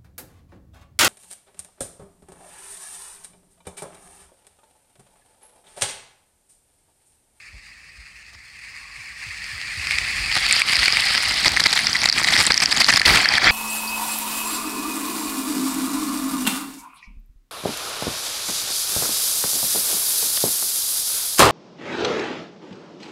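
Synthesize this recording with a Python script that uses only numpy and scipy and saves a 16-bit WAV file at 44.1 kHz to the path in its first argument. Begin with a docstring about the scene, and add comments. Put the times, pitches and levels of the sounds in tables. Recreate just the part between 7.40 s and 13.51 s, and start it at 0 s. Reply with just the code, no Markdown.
"""Water slide, from the rider's body

A camera rides down the chute, its microphone right in the water's path. The rush grows with speed,
heard through the hollow, ringing case; seams thump up through the body. Then spray soaks the camera:
drops chirp in the microphone port, knock on the case and land in gobs. The rider hits the pool with
a thump, and bubbles gulp against the case."""
import sys
import numpy as np
from scipy import signal
from scipy.fft import rfft, irfft
from scipy.io import wavfile
from scipy.ndimage import uniform_filter1d, minimum_filter1d

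SR = 44100
rng = np.random.default_rng(int(sys.argv[2]) if len(sys.argv) > 2 else 0)


def to_wav(sig):
    """Store sig (one row per channel, or 1-D mono) as 16-bit WAV at the path in sys.argv[1].

    Samples outside -1..1 are clipped; the rate is SR.
    """
    pcm = np.clip(np.atleast_2d(sig), -1, 1) * 32767
    pcm = np.round(pcm).astype(np.int16)
    wavfile.write(sys.argv[1], SR, pcm.T)  # frames by channels


N = 269451
TIME = np.arange(N) / SR
# stages of the ride: start/s, length/s
INTO_MIST, INTO_SPRAY, INTO_CLUMPS, INTO_POOL = (1.64, 1.03), (2.9, 0.15), (3.79, 0.34), (5.598, 0.53)
PORT_HZ = 4510  # plinks pitched above this have a weaker tail


# the rider's pace down the chute: t/s, speed (0-1)
RIDER_SPEED = [(0, 0), (1.12, .04), (1.3, .25), (1.65, 0.29), (2.05, 0.53), (2.35, .61), (2.52, .79),
               (2.9, 0.83), (3.1, .98), (3.8, 0.97), (4.15, .94), (5.6, .92)]
# waves washing over the microphone: middle t/s, length/s, swell/dB
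WAVE_SWELLS = [(3.423, 0.16, 2), (4.774, 0.067, 5), (4.965, .23, 6.5), (5.385, 0.082, 5.5),
               (5.536, 0.088, 6.5), (5.745, .18, 5.5), (5.9, 0.094, 2.5), (6.048, 0.14, 5)]

def rush(full_speed_db=-20.5, speed_span_db=24.5, pool_db=-17.6, wash_share=0.053):
    """Water all round the camera: chute, mist, spray, then pool, swelling with speed and each wave."""
    clumps, afloat = stage(*INTO_CLUMPS), stage(*INTO_POOL)
    airborne = blend(mist(), spray(), 0.025 + 0.85 * clumps) + ticks()
    sliding = blend(chute(), airborne, soak())
    water = blend(sliding, pool(), wash_share * clumps + afloat)
    sliding_db = full_speed_db + speed_span_db * (speed() - 1)
    waves_db = sum(db * np.sin(np.pi * stage(s - length / 2, length)) for s, length, db in WAVE_SWELLS)
    level_db = (1 - afloat) * sliding_db + afloat * pool_db + waves_db
    return gain_of(level_db) * (water + soak() * gurgle())


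# running water, heard through the hollow case: f/Hz, level/dB
CHUTE_SPECTRUM = [(380, -32), (650, -48), (773, -18.5), (996, -22), (1110, -13.5), (1510, -14.5),
                  (1840, 0.5), (2370, -1), (2570, -1), (3090, -18), (3930, -17), (4200, -10), (4860, -8.5),
                  (5780, -19), (9100, -19), (10800, -32), (15700, -40)]

def chute():
    """Just under the rider, a thin sheet of water fizzes and flutters."""
    fizz = rng.standard_normal(N) + gain_of(-4) * patter(per_s=1500, spread_db=2.5)
    sheet = coloured(patchy(fizz, depth_db=2, size=512), CHUTE_SPECTRUM)
    return sheet * gain_of(1.31 * wander(rate_hz=17) - 1)


# fine droplets on case and port: f/Hz, level/dB
MIST_SPECTRUM = [(290, -71), (500, -28.5), (782, -9), (985, -14), (1120, -6), (1430, -5.5), (2030, 4.5),
                 (2440, 1), (3710, -3), (4550, 3.5), (5030, 0.5), (6070, -15.5), (9220, -15.5),
                 (11000, -27.5), (15700, -36)]

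def mist():
    """On the slope, a dense cloud of tiny droplets hisses on the case and keeps the port ringing."""
    fizz = rng.standard_normal(N) + gain_of(-4.5) * patter(per_s=3700, spread_db=6)
    flutter = gain_of(1.4 * wander(rate_hz=60) + 1.5)
    return flutter * coloured(patchy(fizz, depth_db=2.5, size=256), MIST_SPECTRUM)


# coarse droplets on case and port: f/Hz, level/dB
SPRAY_SPECTRUM = [(290, -47), (500, -23.5), (760, -8.5), (1240, -8.5), (1430, -7), (1970, 3.5), (2910, -6),
                  (4890, -0.5), (6520, -13), (8210, -14), (10200, -20.5), (15700, -38)]

def spray():
    """Further down, coarser droplets come in clumps and pepper the case and the port."""
    grains = gain_of(-8.5) * rng.standard_normal(N) + patter(per_s=3300, spread_db=5)
    hiss = coloured(patchy(grains, depth_db=6), SPRAY_SPECTRUM)
    port = chirp_shower(low_hz=3900, high_hz=5200, per_s=130, spread_db=7, rise_s=.0009, bend=.3)
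    return (hiss + gain_of(-14.5) * port) * gain_of(2 * wander(rate_hz=18))


# foam right against the case: f/Hz, level/dB
POOL_SPECTRUM = [(71, -47), (120, -17), (235, -16.5), (480, -17), (768, -6), (923, -10), (1810, -1),
                 (2410, -0.5), (2890, -11), (3270, -2), (3690, -12.5), (4530, -2.5), (5790, -16.5),
                 (10200, -37), (15700, -44)]

def pool():
    """At the foot of the slide, water churns round the camera, full of bubbles whose pitch rises."""
    foam = coloured(patchy(rng.standard_normal(N), depth_db=4, size=256), POOL_SPECTRUM)
    bubbles = chirp_shower(low_hz=1200, high_hz=2320, per_s=600, spread_db=2, rise_s=.0012, bend=-.38)
    return (foam + gain_of(-15) * bubbles) * gain_of(.5 * wander(rate_hz=60) + 2.2)


# the largest drops on the microphone port: t/s, relative level/dB, f/Hz
PORT_HITS = [(3.125, 0, 7900), (3.355, -5, 4700), (3.524, -6, 5000), (4.08, 0, 5000), (4.204, -2, 4300),
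             (4.238, -5, 4900), (4.268, 1, 4500), (4.469, 0, 5300), (4.53, -7, 5000), (4.657, 0, 4400),
             (4.688, -3, 5100), (4.698, 8, 4600), (4.726, 2, 5000), (5.066, -2, 8000), (5.12, 4, 4800),
             (5.142, -1, 5000), (5.177, 5, 5500), (5.202, -3, 5400), (5.258, 4, 5100), (5.444, 4, 4700),
             (5.537, 1, 4800), (5.56, 2, 4900), (5.658, 0, 4600)]
# knocks on the case, large drops on the slide, then bubble gulps in the pool: t/s, relative level/dB
CASE_KNOCKS = [(2.042, -21), (2.47, -13), (2.509, -10.5), (2.585, -7), (3.11, -3), (3.218, 4), (3.333, -7),
               (3.481, 1), (3.57, -5), (4.165, -8), (4.262, -3), (4.391, -6), (4.845, -6), (4.886, -6),
               (4.965, 1), (5.504, 2), (5.526, -2), (5.616, 2), (5.681, -2), (5.857, 5), (5.981, 6)]

def drops_and_gulps(strays_per_s=10, stray_db=-14.5):
    """Large drops and lesser strays hit port and case point-blank; in the pool, bubbles gulp."""
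    out = np.zeros(N)
    for s, db, hz in PORT_HITS:
        add(out, s, plink(db, hz))
    for s, db in CASE_KNOCKS:
        add(out, s, knock(db, s))
    for slot in np.arange(INTO_SPRAY[0], INTO_POOL[0], 1 / strays_per_s):
        port_s, case_s = slot + rng.random(2) / strays_per_s
        add(out, port_s, plink(stray_db, PORT_HZ * rng.uniform(1, 1.15)))
        add(out, case_s, knock(stray_db, case_s))
    return out


def plink(db, hz, tail_db_per_octave=-56):
    """A drop on the port: a falling plink. Lower ones come from bigger drops and ring on longer."""
    tail_db = -21 + tail_db_per_octave * max(np.log2(hz / PORT_HZ), 0)
    ring = chirp(hz, rise_s=.001, bend=.42, tail_s=.0035, tail_db=tail_db)
    return gain_of(db - 2) * with_splat(ring, splat_db=-11)


def knock(db, s, case_hz=2450, wet_from_s=3.03, sag_hz_per_s=226):
    """A drop or bubble gulp knocks on the case, lower as water loads it. 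Big ones ring on."""
    hz = case_hz - sag_hz_per_s * max(s - wet_from_s, 0)
    ring = chirp(hz, rise_s=.00085, bend=.15, tail_s=.004, tail_db=min(2 * db - 3, -5))
    return gain_of(db - 1) * with_splat(ring, splat_db=-5.5)


def with_splat(ring, splat_db, rise_s=.0007):
    """Adds a brief splat of noise to the start of a ring."""
    t = np.arange(len(ring)) / SR
    splat = coloured(rng.standard_normal(len(ring)), SPRAY_SPECTRUM, size=512)[:len(ring)]
    return ring + gain_of(splat_db) * splat * pulse(t, rise_s)


# gobs breaking on the camera: t/s, length/s, relative spatter level/dB, relative push level/dB
GOB_HITS = [(.925, .035, -51, -62), (2.96, 0.022, -26.5, -31), (3.478, 0.011, -21.5, -30),
            (4.053, 0.03, -19.5, -28), (4.196, .011, -19, -34), (4.257, 0.015, -16.5, -26),
            (4.327, .013, -18, -41), (4.358, .025, -23, -46), (4.656, 0.0068, -13, -24),
            (4.869, 0.024, -22, -41), (4.921, 0.029, -19, -50), (4.975, .045, -19, -26.5),
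            (5.069, 0.013, -21.5, -31.5), (5.102, 0.012, -17, -25), (5.217, 0.0257, -17.5, -38),
            (5.31, 0.021, -18, -55), (5.399, 0.025, -16.5, -31), (5.48, 0.035, -15, -28),
            (5.565, 0.015, -14, -41), (5.651, 0.027, -12, -38), (5.672, 0.043, -14, -23.5),
            (5.738, 0.055, -23.5, -29.5)]
# water pressing on the microphone port: f/Hz, level/dB
PUSH_SPECTRUM = [(40, -9), (100, 0.5), (230, -3), (450, -8), (780, -3.5), (1000, -5), (1300, 1.5),
                 (1800, -17), (4000, -41)]

def gobs(fade_db=4):
    """Each gob bursts on the camera into a short, grainy spatter and pushes on the port."""
    out = np.zeros(N)
    grains = gain_of(-6) * rng.standard_normal(N) + patter(per_s=2500, spread_db=2.5)
    spatter = coloured(patchy(grains, depth_db=4.5), SPRAY_SPECTRUM)
    push = coloured(rng.standard_normal(N), PUSH_SPECTRUM)
    for s, length, spatter_db, push_db in GOB_HITS:
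        span = slice(round(s * SR), round((s + length) * SR))
        burst = gain_of(spatter_db) * unit_rms(spatter[span]) + gain_of(push_db) * unit_rms(push[span])
        shape = signal.windows.tukey(len(burst), .35) * gain_of(np.linspace(0, -fade_db, len(burst)))
        add(out, s, burst * unit_rms(shape))
    return gain_of(3) * out


def plunge(start_s=5.655, rise_s=.008, fall_s=.06):
    """Hitting the pool throws up a sheet of foam and shoves water at the port."""
    t = np.maximum(TIME - start_s, 0)
    bright = [(2000, -20), (6000, -2), (10000, 0), (15500, -7)]  # f/Hz, level/dB
    deep = [(30, -24), (60, 9), (110, -3), (260, 0), (600, -2), (1600, -9), (4000, -40)]
    foam = gain_of(-22) * coloured(rng.standard_normal(N), bright)
    shove = gain_of(-16.5) * coloured(rng.standard_normal(N), deep)
    return (foam + shove) * (1 - np.exp(-t / rise_s)) * np.exp(-t / fall_s)


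# low thumps through the body, slide seams, then hitting the pool: t/s, relative level/dB, mid-glide f/Hz
BODY_THUMPS = [(0.131, -32.5, 59.5), (0.577, -36.5, 61.6), (0.949, -40.5, 70), (1.578, -43, 110),
               (1.862, -35, 100), (2.126, -33.5, 89), (2.371, -28, 84.4), (2.54, -32, 59.7),
               (2.797, -27, 52.4), (2.86, -27, 50), (3.016, -28, 55), (3.379, -26, 54.3), (3.867, -27, 70),
               (4.105, -28, 68), (5.686, -16, 64)]

def thumps(rise_s=0.017, sag=0.48, glide_s=0.033, shudder_db=-15):
    """Seams, then the pool, thump through the body to the microphone with sagging pitch and a shudder."""
    out, t = np.zeros(N), np.arange(SR // 4) / SR
    shudder = gain_of(shudder_db) * coloured(rng.standard_normal(N), RUMBLE_SPECTRUM, size=16384)
    for s, db, hz in BODY_THUMPS:
        pitch = hz * (1 + sag * (2 * np.exp(-t / glide_s) - 1))
        thump = np.sin(2 * np.pi * np.cumsum(pitch) / SR) + shudder[round(s * SR):][:len(t)]
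        add(out, s, gain_of(db - 5.5) * pulse(t, rise_s) * thump)
    return out


def ticks():
    """Single fast droplets tick brightly right on the port."""
    bright = [(2500, -24), (5500, -4), (8700, 0), (11000, -7), (15500, -25)]  # f/Hz, level/dB
    clicks = coloured(patter(per_s=220, spread_db=6, largest=3.5), bright)
    pips = chirp_shower(low_hz=6200, high_hz=10000, per_s=150, spread_db=7, rise_s=.0004, bend=.15)
    return gain_of(-16.5) * clicks + gain_of(-20.5) * pips


def gurgle():
    """Water slops over the port in low, soft pops."""
    pops = coloured(patter(per_s=500, spread_db=4), PUSH_SPECTRUM)
    blubs = chirp_shower(low_hz=149, high_hz=284, per_s=150, spread_db=1, rise_s=.0021, bend=.096)
    return gain_of(-16.5) * pops + gain_of(-20) * (0.31 + 0.8 * stage(*INTO_CLUMPS)) * blubs


# buffeting at the microphone: f/Hz, level/dB
RUMBLE_SPECTRUM = [(15, -32), (30, -27), (48, 1.5), (70, -6), (100, -9), (190, -14.5), (320, -23.5),
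                   (650, -25), (1000, -26.5), (3000, -61)]

def rumble(full_speed_db=-31.4, speed_span_db=27.4, under_s=6.05):
    """Air and water buffet the camera more with speed, and heavily as it ducks under."""
    buffet_db = full_speed_db + speed_span_db * (speed() ** 2 - 1)
    shelter_db = -14 * stage(*INTO_SPRAY)  # a film of water muffles it
    under_db = 24 * stage(under_s, 0.035)
    buffeting = coloured(rng.standard_normal(N), RUMBLE_SPECTRUM, size=16384)
    return gain_of(buffet_db + shelter_db + under_db) * buffeting


def skid(start_s=1.25, length_s=0.52, hz=1110, width_hz=70, db=-56.5):
    """Near the top, skin rubs on the wall of the chute with a faint, fuzzy note."""
    window = signal.windows.tukey(round(length_s * SR), .5)
    resonance = signal.iirpeak(hz, hz / width_hz, fs=SR)
    note = signal.lfilter(*resonance, rng.standard_normal(len(window)))
    out = np.zeros(N)
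    add(out, start_s, gain_of(db) * unit_rms(note) * window)
    return out


def chirp(hz, rise_s, bend, tail_s, tail_db):
    """A cavity rings; positive bend lowers its pitch, as when water loads the opening."""
    t = np.arange(SR // 40) / SR
    pitch = hz * (1 + bend * (np.exp(-t / rise_s) - np.exp(-1)))
    swell = pulse(t, rise_s) ** 2
    tail = gain_of(tail_db) * (1 - np.exp(-t / rise_s)) * np.exp(-t / tail_s)
    return (swell + tail) * np.sin(2 * np.pi * (np.cumsum(pitch) / SR + rng.random()))


def chirp_shower(low_hz, high_hz, per_s, spread_db, rise_s, bend, count=16):
    """Many small drops or bubbles, each ringing at one of a range of pitches."""
    pitches = np.geomspace(low_hz, high_hz, count)
    rings = [chirp(hz, rise_s, bend, tail_s=.0016, tail_db=-2) for hz in pitches]
    showers = [signal.oaconvolve(patter(per_s / count, spread_db, largest=2.9), ring) for ring in rings]
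    return unit_rms(sum(showers)[:N])


def patter(per_s, spread_db, largest=7.05):
    """Random impacts, most of them small and a few large."""
    size = gain_of(spread_db * np.minimum(rng.exponential(1, N), largest))
    return unit_rms(size * rng.choice([-1, 1], N) * (rng.random(N) < per_s / SR))


def patchy(x, depth_db, size=128):
    """Every few milliseconds the water favours other pitches."""
    frames = signal.stft(x, nperseg=size)[2]
    patches = uniform_filter1d(rng.standard_normal(frames.shape), size=3, axis=0)
    patches = unit_rms(uniform_filter1d(patches, size=5, axis=1))
    return unit_rms(signal.istft(frames * gain_of(depth_db * patches), nperseg=size)[1][:N])


def coloured(x, spectrum, size=4096):
    """Rings x through a minimum-phase filter with the given spectrum; rms 1."""
    hz, db = np.transpose(spectrum)
    bin_hz = abs(np.fft.fftfreq(size, 1 / SR))
    log_gain = np.log(gain_of(np.interp(np.log(bin_hz + 1), np.log(hz + 1), db)))
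    ring = np.fft.ifft(np.exp(np.conj(signal.hilbert(log_gain)))).real
    return unit_rms(signal.oaconvolve(x, ring[:size // 2])[:N])


def wander(rate_hz):
    """Random drift of rms 1, mostly slower than the given rate."""
    hz = np.fft.rfftfreq(N, 1 / SR)
    return unit_rms(irfft(rfft(rng.standard_normal(N)) / (1 + (hz / rate_hz) ** 2), N))


def soak(top_share=0.0082, mist_share=0.2):
    """Share of flying water: a little mist on the slope, then all at once full spray."""
    early = top_share + mist_share * stage(*INTO_MIST)
    return early + (1 - early) * stage(*INTO_SPRAY)


def speed():
    """The rider's speed at each sample, 0 to 1."""
    return np.interp(TIME, *np.transpose(RIDER_SPEED))


def stage(start_s, length_s):
    """Goes steadily from 0 to 1."""
    return np.clip((TIME - start_s) / length_s, 0, 1)


def pulse(t, rise_s):
    """Rises to 1 at rise_s, then dies away."""
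    return t / rise_s * np.exp(1 - t / rise_s)


def blend(first, second, share):
    """Crossfades at constant power."""
    share = np.clip(share, 0, 1)
    return np.sqrt(1 - share) * first + np.sqrt(share) * second


def add(mix, s, sound):
    """Mixes a sound in at time s."""
    part = mix[max(round(s * SR), 0):][:len(sound)]
    part += sound[:len(part)]


def gain_of(db):
    """Decibels to amplitude."""
    return 10 ** (np.asarray(db) / 20)


def unit_rms(x):
    """Scales to rms 1."""
    return x / np.sqrt(np.mean(x ** 2) + 1e-20)


def scene():
    """The whole ride at one body-worn microphone, in mono."""
    return (rush() + skid() + gobs() + drops_and_gulps() + plunge() + thumps() + rumble())[None]


def record(dry, threshold_db=-7.7, recover_db_per_s=150, ceiling=0.95, cutoff_hz=15870):
    """The camera's gain control dips at once for a loud hit and recovers; then limiter and low-pass."""
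    power_db = 10 * np.log10(abs(uniform_filter1d(dry ** 2, size=88)) + 1e-12)
    excess_db = np.maximum(power_db - threshold_db, 0)
    recovery_db = recover_db_per_s * TIME
    held_db = np.maximum.accumulate(excess_db + recovery_db, axis=1) - recovery_db
    ducked = dry * uniform_filter1d(gain_of(-held_db), size=41)
    allowed_gain = np.minimum(1, ceiling / (abs(ducked) + 1e-9))
    limited = ducked * uniform_filter1d(minimum_filter1d(allowed_gain, size=41), size=41)
    lowpass = signal.firwin(511, cutoff_hz, window=("kaiser", 9), fs=SR)
    return signal.oaconvolve(limited, lowpass[None], "same")


dry = scene()
out = record(dry)
to_wav(out)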